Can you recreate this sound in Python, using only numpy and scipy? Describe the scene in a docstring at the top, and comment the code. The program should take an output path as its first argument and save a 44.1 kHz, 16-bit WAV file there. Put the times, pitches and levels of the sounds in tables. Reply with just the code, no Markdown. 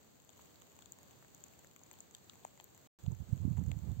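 """A still bog hisses softly around a two-port microphone. From the start, meltwater drips close by
onto wet snow and low plants, and many fainter drops patter around it. Each impact excites heavily
damped modes, heard as a millisecond tick with a dull pat; the loudest falls near 2.45 s.
Near 2.9 s the sound drops out briefly. From 3 s on, the drips continue while the turbulent
pressure of a breeze buffets the right port."""
import sys
import numpy as np
from scipy import signal
from scipy.fft import rfft, irfft
from scipy.io import wavfile
from scipy.ndimage import uniform_filter1d

SR = 44100
rng = np.random.default_rng(int(sys.argv[2]) if len(sys.argv) > 2 else 0)


def store_pcm(level_fs):
    """Save levels as 16-bit WAV."""
    pcm = np.round(np.clip(level_fs, -1, 1) * 32767).astype(np.int16)
    wavfile.write(sys.argv[1], SR, np.atleast_2d(pcm).T)


N = 176400


def undb(db):
    """The decibel scale: amplitude grows tenfold for every 20 dB."""
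    return 10 ** (np.asarray(db) / 20)


def colour(x, points):
    """Zero-phase filtering: the spectrum is weighted by a curve of (frequency [Hz], gain [dB])."""
    hz, db = np.array(points, float).T
    bin_hz = np.maximum(np.fft.rfftfreq(2 * N, 1 / SR), 1)
    gain = undb(np.interp(np.log(bin_hz), np.log(np.sort(hz)), db))
    return irfft(rfft(x, 2 * N) * gain)[..., :N]


def noise(spectrum):
    """Spectral shaping: white noise is filtered and scaled to unit rms, incoherent between the ports."""
    x = colour(rng.standard_normal((2, N)), spectrum)
    return x / x.std()


def waver(per_s):
    """A moving average smooths random steps into a slow fluctuation of unit standard deviation."""
    hold = int(SR / per_s)
    steps = np.repeat(rng.standard_normal(N // hold + 1), hold)
    x = uniform_filter1d(steps, hold)[:N]
    return x / x.std()


# Spectrum of still air and microphone hiss: (frequency [Hz], relative spectral density [dB])
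AIR_SPECTRUM = [(20, -29), (40, -16.5), (75, -0.5), (130, 1.5), (280, -2), (500, -4.5), (850, -8.5),
                (1300, -12.5), (2400, -16.5), (4500, -15), (7200, -12.5), (12000, -24), (15700, -16.5),
                (16100, -38)]
def air(level_db=-63.5, waver_db=.94):
    """Broadband noise under slight amplitude modulation: a soft hiss with a murmur of distant air."""
    return noise(AIR_SPECTRUM) * undb(level_db + waver_db * waver(per_s=5.9))


# Strength of the breeze at the right port: (time [s], relative level [dB])
BREEZE_STRENGTH = [(3.02, -91.5), (3.041, -36), (3.07, -45), (3.128, -32), (3.145, -47.5), (3.192, -50.5),
                   (3.208, -34.5), (3.258, -60.5), (3.294, -41.5), (3.356, -38.5), (3.385, -45.5),
                   (3.435, -32), (3.527, -34), (3.547, -39.5), (3.587, -31), (3.651, -37.5), (3.68, -35),
                   (3.777, -37.5), (3.811, -52.5), (3.839, -33.5), (3.864, -45.5), (3.893, -31),
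                   (3.961, -45.5), (4.0, -34.5)]
# Spectrum of its turbulence: (frequency [Hz], relative spectral density [dB])
TURBULENCE_SPECTRUM = [(20, -38), (38, -31), (62, -4.5), (102, 5.5), (160, -11), (230, -16), (330, -26.5),
                       (480, -33.5), (900, -42), (3000, -67.5)]
def turbulence(trim_db=-2, left_port_db=-21):
    """Turbulent flow makes the pressure fluctuate: a rumble at the right port; the left is sheltered."""
    t = np.arange(N) / SR
    times, strength_db = np.array(BREEZE_STRENGTH).T
    rumble = noise(TURBULENCE_SPECTRUM)
    rumble /= np.sqrt(uniform_filter1d(rumble ** 2, int(.018 * SR), axis=1))  # even out the rms
    envelope = undb(np.interp(t, times, strength_db) + trim_db)
    return rumble * envelope * undb([[left_port_db], [0]])


# Strong eddies: (time [s], base level [dB], width [s], pressure factor [+ push, - suction])
STRONG_EDDIES = [(3.0829, -19, 0.002, -1.02), (3.3323, -14.5, 0.0022, -0.67), (3.453, -18.5, 0.0014, 0.89),
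                 (3.48, -21, .0014, 0.99), (3.5173, -20.5, 0.0024, 0.98), (3.589, -26.5, .002, 0.89),
                 (3.6814, -25, .0023, -1.1), (3.7689, -25.5, 0.0024, 0.97), (3.837, -26.5, 0.0022, 1),
                 (3.917, -27.5, .0021, -1)]
def eddies(count=120, per_s=45, typical_width_s=.0022, above_breeze_db=3):
    """Each passing eddy is a pressure pulse at the right port; small ones follow the breeze's strength."""
    times, strength_db = np.array(BREEZE_STRENGTH).T
    late, size, width = rng.standard_normal((count, 3)).T
    centres = times[0] + (np.arange(count) + .22 * late) / per_s
    peaks_db = np.interp(centres, times, strength_db) + above_breeze_db + 2 * size
    widths_s = typical_width_s * np.exp(.2 * width)
    small = [row for row in zip(centres, peaks_db, widths_s, np.ones(count)) if row[0] < N / SR]
    out = np.zeros((2, N))
    for centre, db, width_s, push in STRONG_EDDIES + small:
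        u = np.arange(-5 * width_s, 5 * width_s, 1 / SR) / width_s
        pulse = (1 - u ** 2) * np.exp(-u ** 2 / 2)
        add(out[1], push * undb(db) * pulse, centre - 5 * width_s)
    return out


def add(track, x, start_s):
    """Linear superposition: a short sound sums with what the track already holds."""
    i = int(np.clip(start_s * SR, 0, N - 1))
    track[i:i + len(x)] += x[:N - i]


TOP_HZ = 16400
def ring(hz, decay_s, db, splash_db=-7, splash_s=.0016, size=768):
    """A damped mode responds by convolution with its forcing: the drop's impulse, then its fine splash."""
    t = np.arange(size) / SR
    hz = min(hz * np.exp(.02 * rng.standard_normal()), TOP_HZ)
    envelope = (t / decay_s) ** 2 * np.exp(-t / decay_s)
    mode = envelope * np.sin(2 * np.pi * (hz * t + rng.random()))
    force = rng.standard_normal((2, size)) * np.exp(-t / splash_s)
    force *= undb(splash_db) / np.linalg.norm(force, axis=1, keepdims=True)
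    force[:, 0] += 1  # the impulse
    response = irfft(rfft(force, 2 * size) * rfft(mode, 2 * size))[:, :size]
    energy = np.sum(response ** 2, axis=1, keepdims=True)
    return response * undb(db) * np.sqrt(.003 * SR / energy)  # the energy of 3 ms at level db


def impacts(drops):
    """Modal synthesis: each drop sums five damped modes; level and delay between the ports place it."""
    out = np.zeros((2, N))
    for start, pat_hz, pat_db, tap_hz, tap_s, tap_db, tick_db, spray_db, pan_db, lag_s in drops:
        snow_pat = ring(pat_hz, decay_s=.00058, db=pat_db, splash_db=-15)
        leaf_tap = ring(tap_hz, tap_s, tap_db - 2)
        leaf_overtone = ring(tap_hz * 1.387, tap_s, tap_db - 6.5)
        tick = ring(hz=6953, decay_s=.00016, db=tick_db + 2.5)
        spray = ring(hz=13520, decay_s=.00006, db=spray_db - 1)
        left, right = snow_pat + leaf_tap + leaf_overtone + tick + spray
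        gains = undb([pan_db / 2, -pan_db / 2])
        gains /= np.sqrt(np.mean(gains ** 2))  # constant total power
        add(out[0], gains[0] * left, start + max(lag_s, 0))
        add(out[1], gains[1] * right, start + max(-lag_s, 0))
    return out


def patter(count=600, per_s=70, base_db=-71, spread_db=4.5, lag_spread_s=.00022):
    """A random point process: faint drops land independently all around, on average louder at the left."""
    uniform, normal = rng.random((count, 3)), rng.standard_normal((count, 6))
    drops = []
    for (when, pat_pitch, tap_pitch), (size, pat, tap, spray, side, lag) in zip(uniform, normal):
        start = when * count / per_s
        tick_db = base_db + spread_db * min(size, 2)
        pat_hz, pat_db = 600 + 500 * pat_pitch, tick_db - 8.5 + 3 * pat
        tap_hz, tap_s, tap_db = 1400 + 2400 * tap_pitch, .00025, tick_db - 5.5 + 3 * tap
        spray_db = tick_db - 5.5 + 3 * spray
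        pan_db, lag_s = 6 + 6 * side, lag_spread_s * lag
        if start < N / SR:
            drops.append((start, pat_hz, pat_db, tap_hz, tap_s, tap_db, tick_db, spray_db, pan_db, lag_s))
    return impacts(drops)


# Near drops, with levels before each mode's trim: (time [s], snow pat frequency [Hz], pat level [dB],
# leaf tap frequency [Hz], tap time constant [s], tap level [dB], tick level [dB], spray level [dB],
# left minus right level [dB], left port delay [s])
NEAR_DROPS = [(.292, 690, -60, 3200, 0.00016, -59.5, -57.5, -75, 7, .00032),
              (.3931, 900, -63.5, 1200, .0006, -63, -76, -80, -1, .0001),
              (.5579, 800, -76, 4250, .0002, -61, -69, -75, -11, 0),
              (.6197, 1250, -63, 3200, 0.000083, -57.5, -59.5, -64, -7, .00025),
              (.7897, 1000, -58, 2200, .0001, -62, -58.5, -67, 3.5, .00034),
              (.8221, 1430, -62, 3250, .0004, -58, -60, -72, 10, .00032),
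              (.8583, 1160, -72, 3400, .00012, -59, -55, -70, 17, .00036),
              (.9211, 700, -80, 4100, .0001, -66, -47.5, -52, 7, .0002),
              (.9874, 1050, -64, 1800, 0.00012, -64, -61.5, -68, 4, -.00016),
              (1.226, 766, -65, 1450, 0.00017, -61, -67, -68, 3, .0002),
              (1.2474, 775, -65, 1550, 0.00024, -62, -66, -76, 5, -.0002),
              (1.3478, 800, -80, 3400, .0002, -70, -55, -61, 8, .0002),
              (1.4391, 694, -64, 3000, 0.000079, -56, -48.5, -57.5, 12, .00027),
              (1.536, 620, -67, 2100, .0002, -66.5, -68, -69, 6, .00038),
              (1.6458, 630, -64.5, 1600, 0.00029, -60.5, -64, -65, 5, -.00014),
              (1.7622, 1230, -60, 2150, 0.00052, -58, -59, -61, 10, .00032),
              (1.8142, 860, -63, 1570, .0002, -76, -79, -80, -1, -.0001),
              (1.8353, 800, -83, 2830, .0002, -75, -56, -69, 14, .0002),
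              (1.9132, 860, -61, 1900, 0.000096, -60, -53, -66, 7.5, -.0001),
              (1.931, 800, -81, 3450, .0002, -75, -72, -55, 18, .0002),
              (2.005, 600, -76, 4500, .0002, -74, -48.5, -62, 1, -.00036),
              (2.1107, 800, -82, 3050, 0.00016, -72, -61, -72, -1, 0),
              (2.149, 1600, -59.5, 3450, .0003, -48.5, -50, -61, 1, .00038),
              (2.2967, 1250, -59, 3500, 0.00022, -48.5, -56.5, -68, 8, .00025),
              (2.4494, 840, -39.5, 1780, .0003, -51.5, -51.5, -65, 5, -.00032),
              (2.4723, 806, -76, 2800, 0.00017, -74, -64, -73.5, 9, 0),
              (2.5756, 990, -65.5, 1960, 0.00025, -64, -63, -81, 6, 0),
              (2.5992, 890, -52.5, 1980, 0.00042, -54, -64.5, -84, 5.5, -.00025),
              (2.5999, 910, -66.5, 3050, 0.00037, -54.5, -60, -80, -1, -.00025),
              (2.6422, 616, -72.5, 3900, .0001, -74, -58.5, -52, 16, 0),
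              (2.7479, 830, -65.5, 1420, 0.00022, -73, -62.5, -68, -1, 0),
              (3.0633, 800, -56, 3100, 0.00018, -57.5, -65, -73, 5, -.0003),
              (3.1192, 790, -66, 4260, .0002, -84, -59, -72, 15, -.0002),
              (3.377, 1290, -63, 2400, 0.00017, -66, -65, -75, 2, -.0003),
              (3.5719, 880, -60.5, 1870, .0002, -60, -66, -83.5, 4, 0),
              (3.5807, 810, -53.5, 1900, 0.00022, -62, -69, -81, 9, -.0002),
              (3.7162, 715, -53, 2300, 0.00013, -47.5, -55.5, -63.5, 6.5, -.00038)]
def meltwater():
    """Impact excitation: drops close to the microphone pat the wet snow, tap leaves, tick and spray."""
    return impacts(NEAR_DROPS)


def scene():
    """Sound pressures add: still air, the breeze and its eddies, near drops and faint patter."""
    return air() + turbulence() + eddies() + meltwater() + patter()


# Frequency response of the microphone: (frequency [Hz], gain [dB])
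MIC_RESPONSE = [(20, -17.5), (38, -15.5), (55, 1.5), (4650, -1), (4950, -8.5), (5900, -6.5), (6300, -1.5),
                (7600, 1), (7850, -0.5), (8450, -3.5), (8750, -15.5), (11350, -9.5), (11650, 0.5),
                (13200, 1), (16000, 1)]
def record(dry, dropout_s=(2.873, 2.988)):
    """Linear filtering: the microphone colours the sound, which drops out briefly and is low-passed."""
    t = np.arange(N) / SR
    live = (t < dropout_s[0]) | (t > dropout_s[1])
    low_pass = signal.ellip(10, .2, 70, TOP_HZ, fs=SR, output="sos")
    return signal.sosfilt(low_pass, colour(dry, MIC_RESPONSE) * live)


dry = scene()
out = record(dry)
store_pcm(out)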